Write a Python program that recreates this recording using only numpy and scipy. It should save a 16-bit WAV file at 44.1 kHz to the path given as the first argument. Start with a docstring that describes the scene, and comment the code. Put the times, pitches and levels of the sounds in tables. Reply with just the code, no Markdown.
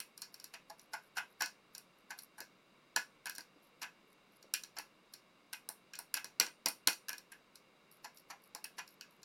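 """Dry snaps and scratches, close up: a small steel blade scrapes the coating off a circuit board.
In each stroke the tip glides, catches, chatters and snaps free. Its stick-slip force rings the
steel in bright ticks and the board in hollow clacks, and the hardest slips thump the bench.
The room is small and dry, with a faint steady hiss underneath."""
import sys
import numpy as np
from scipy import signal
from scipy.fft import rfft, irfft
from scipy.io import wavfile

SR = 44100
rng = np.random.default_rng(int(sys.argv[2]) if len(sys.argv) > 2 else 0)


def dump_mix(stems):
    """Bounce the given channels to the path in sys.argv[1] as a 16-bit WAV at rate SR."""
    frames = np.atleast_2d(stems).T  # one column per channel
    limited = np.clip(frames, -1, 1)  # hard clip at full scale
    pcm = np.round(limited * 32767).astype(np.int16)
    wavfile.write(sys.argv[1], SR, pcm)


N = 407484
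LEAD_S = .012
TIME = np.arange(SR // 4) / SR - LEAD_S  # the life of one slip in seconds, from just before it
REFLECTIONS = rng.standard_normal(len(TIME))  # the room's own pattern of echoes

# Resonances of the blade's shank. Each row: pitch in Hz, width in Hz, relative level in dB.
SHANK_MODES = [(4317, 660, -2), (4835, 230, -1.5), (5560, 640, 0), (7016, 490, -6.5)]
# Resonances of its thin edge. Each row: pitch in Hz, width in Hz, relative level in dB.
EDGE_MODES = [(9070, 1300, 6), (10820, 1300, 7.5), (12500, 3600, 0), (15400, 3900, -18)]


def gain_of(db):
    """Decibels to a factor."""
    return 10 ** (np.asarray(db) / 20)


def sized(x, db):
    """The sound scaled to an energy in dB."""
    return gain_of(db) * x / (np.linalg.norm(x) + 1e-12)


def add(mix, start_s, sound):
    """Lays a sound into the mix, trimming any overhang."""
    at = round(start_s * SR)
    sound = sound[max(-at, 0):]
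    part = mix[max(at, 0):][:len(sound)]
    part += sound[:len(part)]


def through(x, response):
    """A signal passed through an impulse response."""
    return signal.fftconvolve(x, response)[:len(TIME)]


def room(force, wet_db, t60, echo_db, build_s=0.0028, echo_s=.0106):
    """The direct sound, one echo from a near surface, and a diffuse tail fed by the force's power."""
    age = TIME + LEAD_S
    lingering = np.exp(-np.log(1e6) * age / t60) * (1 - np.exp(-age / build_s))
    envelope = np.sqrt(abs(through(force ** 2, lingering)))
    # the walls stay put, so each slip meets mostly the same reflections
    tail = envelope * (REFLECTIONS + .5 * rng.standard_normal(len(TIME)))
    heard = sized(force, 0) + sized(tail, wet_db)
    add(heard, echo_s, sized(force, echo_db))
    return heard


def ring(force, modes, db, tilt_db=0, skirt_db=-17, top_hz=SR, detune=0.017):
    """The force coloured by a body's resonances, tilted by tilt_db per octave, at an energy of db."""
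    hz = np.fft.rfftfreq(2048, 1 / SR)[:, None] + 1
    centre, width, mode_db = np.transpose(modes)
    centre = centre * (1 + detune * rng.standard_normal(len(centre)))  # grip and pressure vary
    share = gain_of(mode_db + tilt_db * np.log2(centre / centre[0])) ** 2
    peaks = 1 / (1 + ((hz ** 2 - centre ** 2) / (hz * width)) ** 2)
    power = (peaks ** 2 + gain_of(skirt_db) ** 2 * peaks) @ share  # steep peaks on weak, wide skirts
    power = power / (1 + (hz[:, 0] / top_hz) ** 24)
    # minimum phase: the body rings only after it is struck
    log_gain = np.log(power + 1e-9) / 2
    mirrored = np.append(log_gain, log_gain[-2:0:-1])
    response = np.fft.ifft(np.exp(np.conj(signal.hilbert(mirrored)))).real
    return sized(through(force, response), db)


def slips(length_s, grit_db=-14, creep=0.57, crumble_s=0.0007, drag_s=0.0041):
    """Force at the tip: uneven stick-slip jerks, each a tiny crumbling burst, in a rasp of grit."""
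    gaps_s = rng.uniform(0.002448, 0.003723, 12)
    starts = np.append(0, np.cumsum(gaps_s))
    strengths = gain_of(-rng.standard_normal(len(starts)))
    # the grit creeps in over a share of the length and drags on just after
    before, after = np.maximum(-TIME, 0), np.maximum(TIME - length_s, 0)
    envelope = gain_of(grit_db) * np.exp(-before / (creep * length_s + 1 / SR) - after / drag_s)
    for start, strength in zip(starts[starts <= length_s], strengths):
        age = np.maximum(TIME - start, 0) / crumble_s
        envelope = envelope + strength * age * np.exp(1 - np.minimum(age, 50))
    return envelope * rng.standard_normal(len(TIME))


def blade(force, shank_db, edge_db, length_s=0):
    """The steel rings for a few milliseconds, heard mostly directly; short snaps reach higher."""
    shank = ring(room(force, wet_db=-7, t60=0.19, echo_db=-17.5), SHANK_MODES, shank_db, skirt_db=-9)
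    top_hz = 13400 * (1 + .5 * np.exp(-length_s / 0.0045))
    edge_drive = room(force, wet_db=-10, t60=.2, echo_db=-22)
    return shank + ring(edge_drive, EDGE_MODES, edge_db, skirt_db=-26, top_hz=top_hz)


def board(force, clack_db, tilt_db, main_db, detune_hz=0):
    """The flat board clacks, rings and bends, heard more by way of the room than the blade is."""
    # The board's clack, its main ringing pair and its slow, hollow bending.
    # Each row: pitch in Hz, width in Hz, relative level in dB.
    clack_modes = [(704, 67, -1), (880, 90, -3.5), (982, 250, 4.5), (1361, 200, 0), (2027, 400, -2),
                   (2510, 84, 3), (2802, 840, -6.5)]
    main_modes = [(1535, 130, -0.58), (1654, 170, -0.078)]
    tock_modes = [(857, 75, 9)]
    clack_drive = room(force, wet_db=4, t60=.17, echo_db=-1)
    clack = ring(clack_drive, clack_modes, clack_db, tilt_db, skirt_db=-15.5)
    main_drive = room(force, wet_db=0, t60=0.18, echo_db=-10.5)
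    tock_db = clack_db - 9 - tilt_db  # the duller the push, the more it bends the whole board
    tock = ring(room(force, wet_db=-3, t60=.14, echo_db=-11), tock_modes, tock_db)
    pair = [(hz + detune_hz, width, db) for hz, width, db in main_modes]
    return clack + tock + ring(main_drive, pair, main_db, skirt_db=-13)


def thump(db):
    """A single jerk knocks a dull note out of the bench top."""
    # The bench's resonances. Each row: pitch in Hz, width in Hz, relative level in dB.
    bench_modes = [(191, 120, -11), (300, 109, 3), (511, 200, 0)]
    return ring(room(slips(0), wet_db=1.5, t60=0.21, echo_db=-7.5), bench_modes, db, skirt_db=-20.5)


def dig(start_s, length_s, force_db, tilt_db, edge_db, snap_s=.001, zing_above_db=-11):
    """One dig rings the blade: a short, blunt snap leans on the bench, a long chatter on the board."""
    # The board's main ring changes as the work moves over it.
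    # Each row: time in seconds, level against the clack in dB, detuning in Hz.
    ring_drift = [(0.7, -7, 54), (0.93, 3, -110), (1.4, 3, -33), (3.25, 4, 3), (4.6, -5, 14), (6.2, -1, -8),
                  (6.7, -11, -71.5), (7.2, 5.5, 49), (8.2, -8.5, 28), (9.0, -4.5, 20.5)]
    times, lift_db, detune_hz = np.transpose(ring_drift)
    doublings = np.log2(max(length_s / snap_s, 1))
    clack_db = 0.9 * force_db - 7.5 + 2.58 * doublings
    main_db = clack_db + np.interp(start_s, times, lift_db)
    thump_db = force_db - 12.5 - 1.6 * doublings - .8 * max(tilt_db, 0)
    force = slips(length_s, creep=.22 + .09 * doublings)
    clack = board(force, clack_db, tilt_db, main_db, np.interp(start_s, times, detune_hz))
    steel = blade(force, force_db, force_db + edge_db, length_s)
    steel += (force_db > zing_above_db) * zing(force_db - 23)
    return steel + clack + thump(thump_db)


def digs(chatter_s=.0055, approach_s=.022):
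    """The tip digs in and slips through the coating, gliding into the longer chatters."""
    # Each row is one dig: start in seconds, chatter length in seconds, force in dB,
    # sharpness of the push in dB per octave, level of the edge against the shank in dB.
    catches = [(0.002, 0.0018, -19.5, 11, 2), (0.538, 0.008, -24, 6.5, -7), (0.699, 0.006, -27, -11.5, -6),
               (0.934, 0.01, -19, -4, -5.5), (1.169, 0.016, -15, 2.5, -5.5),
               (1.407, 0.0065, -12.5, -2, -9.5), (1.421, 0.0018, -8, 7, -9.5),
               (2.105, 0.0076, -22.5, -1.5, -5.5), (2.381, 0.011, -33.5, -4, 3),
               (2.404, 0.00067, -21.5, -0.5, -2), (2.962, 0.0028, -4.5, 3.5, -7.5),
               (3.257, 0.0024, -21.5, 1, -0.5), (3.265, 0.0058, -20, 6, -5.5),
               (3.296, 0.00097, -19.5, 12, 0), (3.382, 0.00075, -21, 2, -0.5), (3.817, 0.0056, -21, 4, -9),
               (3.825, 0.0083, -18.5, 4, -6.5), (4.538, 0.0017, -6.5, 20.5, -1.5),
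               (4.767, 0.008, -22.5, -0.5, -18), (4.786, 0.0024, -16.5, 2, -3.5),
               (5.53, 0.0047, -18.5, 8, 0), (5.689, 0.00045, -20.5, -5.5, 6), (5.935, 0.0034, -24, 14, -13),
               (5.989, 0.0024, -22.5, 0, 5.5), (6.141, 0.0015, -9, 13, 1.5),
               (6.168, 0.0059, -16.5, 6.5, -6.5), (6.244, 0.0009, -19, 1, -3.5),
               (6.399, 0.0013, 2.5, 9, -7), (6.465, 0.0018, -20, 6, -15), (6.659, 0.0017, -3, 1.5, -6.5),
               (6.873, 0.0017, 2, 5.5, -3.5), (7.084, 0.0024, -20, 22, -3), (7.092, 0.0016, -15, 6, -1.5),
               (7.13, 0.0017, -20.5, 6.5, -7), (7.319, 0.0062, -32.5, 6, 3.5),
               (8.044, 0.0078, -22.5, -2, -8), (8.301, 0.01, -23, -2, -8), (8.549, 0.0017, -19.5, -5, -3),
               (8.642, 0.003, -19.5, 9, 1.5), (8.782, 0.012, -19, 2.5, -8), (9.01, 0.0016, -22.5, 21, -11)]
    out = np.zeros(N)
    for start_s, length_s, force_db, tilt_db, edge_db in catches:
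        add(out, start_s - LEAD_S, dig(start_s, length_s, force_db, tilt_db, edge_db))
        if length_s > chatter_s:
            add(out, start_s - approach_s - LEAD_S, glide(approach_s, force_db - 27, skew=1.9))
    return out


def hiss(rms_db=-68):
    """A bed of steady room noise with a few broad resonances."""
    # The room tone's contour. Each row: frequency in Hz, relative level in dB.
    contour = [(20, -14.5), (45, -7), (84, -28.5), (120, -6), (185, 1.5), (250, -1), (540, -2), (850, -8.5),
               (1100, -3), (1900, -13.5), (3300, -17), (9500, -26.5), (11500, -28.5), (16000, -32.5)]
    # Its resonances. Each row: centre in Hz, width in Hz, lift in dB.
    peaks = [(2220, 330, 10), (2770, 190, 11), (3830, 450, 9.7), (4830, 310, 7.9)]
    hz = np.fft.rfftfreq(N, 1 / SR)
    contour_hz, contour_db = np.transpose(contour)
    floor_db = np.interp(np.log(hz + 1), np.log(contour_hz), contour_db)
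    lift_db = sum(db / (1 + (2 * (hz - centre) / width) ** 2) for centre, width, db in peaks)
    noise = irfft(rfft(rng.standard_normal(N)) * gain_of(floor_db + lift_db), N)
    return gain_of(rms_db) * noise / noise.std()


def glide(length_s, db, skew=0.37, ridge_db=7.5, grain_db=4):
    """The sliding tip whispers in the steel's resonances, swelling over each ridge in the coating."""
    ridges = signal.resample(rng.standard_normal(60), len(TIME))
    grains = signal.resample(rng.standard_normal(600), len(TIME))
    progress = np.clip(TIME / length_s, 0, 1) ** skew  # a skew under 1 peaks early, over 1 late
    contact = np.sqrt(abs(np.sin(np.pi * progress)))
    force = contact * gain_of(ridge_db * ridges + grain_db * grains) * rng.standard_normal(len(TIME))
    drive = room(force, wet_db=-18, t60=0.15, echo_db=-30.5)
    edge = ring(drive, EDGE_MODES[1:3], db, tilt_db=26, top_hz=13700, detune=.025)
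    return edge + ring(drive, SHANK_MODES, db - 8)


def ticks(approach_s=.022):
    """Small flakes break away after a brief glide: the blade ticks, the board barely stirs."""
    # Each row is one flake: start in seconds, force in dB, level of the edge against the shank in dB.
    flakes = [(0.177, -28, 1.5), (0.219, -17, -3.5), (0.342, -25, -5), (0.399, -27, -7), (0.442, -23.5, 0),
              (0.795, -32, -8), (1.459, -18, -6.5), (1.75, -22, -6), (1.78, -26.5, 2), (2.188, -24.5, -2),
              (3.351, -26.5, -1), (3.36, -28, -8), (3.407, -26, -10), (4.427, -33.5, -8),
              (4.636, -20, -7.5), (5.137, -24, -3.5), (5.954, -23.5, -11.5), (6.685, -16, 6),
              (6.93, -20, -5), (7.181, -24.5, -3.5), (7.556, -30, -3), (8.172, -33.5, -3.5),
              (8.877, -32.5, -7), (9.231, -28, -13)]
    out = np.zeros(N)
    for start_s, force_db, edge_db in flakes:
        force = slips(0.0017, grit_db=-2.5, creep=0.44)
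        stir = board(force, force_db - 12, tilt_db=8, main_db=force_db - 14)
        add(out, start_s - LEAD_S, blade(force, force_db, force_db + edge_db) + stir)
        add(out, start_s - approach_s - LEAD_S, glide(approach_s, force_db - 22, skew=1.8))
    return out


def return_strokes(length_s=0.079):
    """The tip slides lightly back over the coating between digs."""
    # Each row is one stroke: start in seconds, energy of the edge's whisper in dB.
    strokes = [(0.783, -37.5), (1.017, -42), (1.272, -44), (1.955, -47), (2.18, -24.5), (3.62, -41.5),
               (4.074, -43.5), (4.317, -41), (7.912, -33.5), (8.146, -33.5), (8.417, -36), (8.873, -35),
               (9.101, -42.5)]
    out = np.zeros(N)
    for start_s, db in strokes:
        add(out, start_s - LEAD_S, glide(length_s, db))
    return out


def zing(db, t60=.3):
    """A thin, high ring of the steel that outlasts a hard snap."""
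    # The steel's lingering resonance. One row: pitch in Hz, width in Hz, relative level in dB.
    zing_mode = [(9110, 730, 2)]
    dying = (TIME > 0) * gain_of(-60 * TIME / t60)
    return ring(dying * rng.standard_normal(len(TIME)), zing_mode, db, skirt_db=-30, detune=.004)


def bumps():
    """The board shifts and knocks softly on the bench."""
    # Each row is one knock: start in seconds, energy in dB.
    knocks = [(2.412, -31), (3.56, -36), (4.442, -32.5)]
    out = np.zeros(N)
    for start_s, db in knocks:
        add(out, start_s - LEAD_S, thump(db))
    return out


def scene():
    """All the scraping over the room tone, in mono."""
    return (digs() + ticks() + return_strokes() + bumps() + hiss())[None]


def record(dry, top_hz=16300):
    """A steep low-pass takes off the very top."""
    lowpass = signal.firwin(255, top_hz, window=("kaiser", 8), fs=SR)
    return signal.oaconvolve(dry, lowpass[None], "same")


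dry = scene()
out = record(dry)
dump_mix(out)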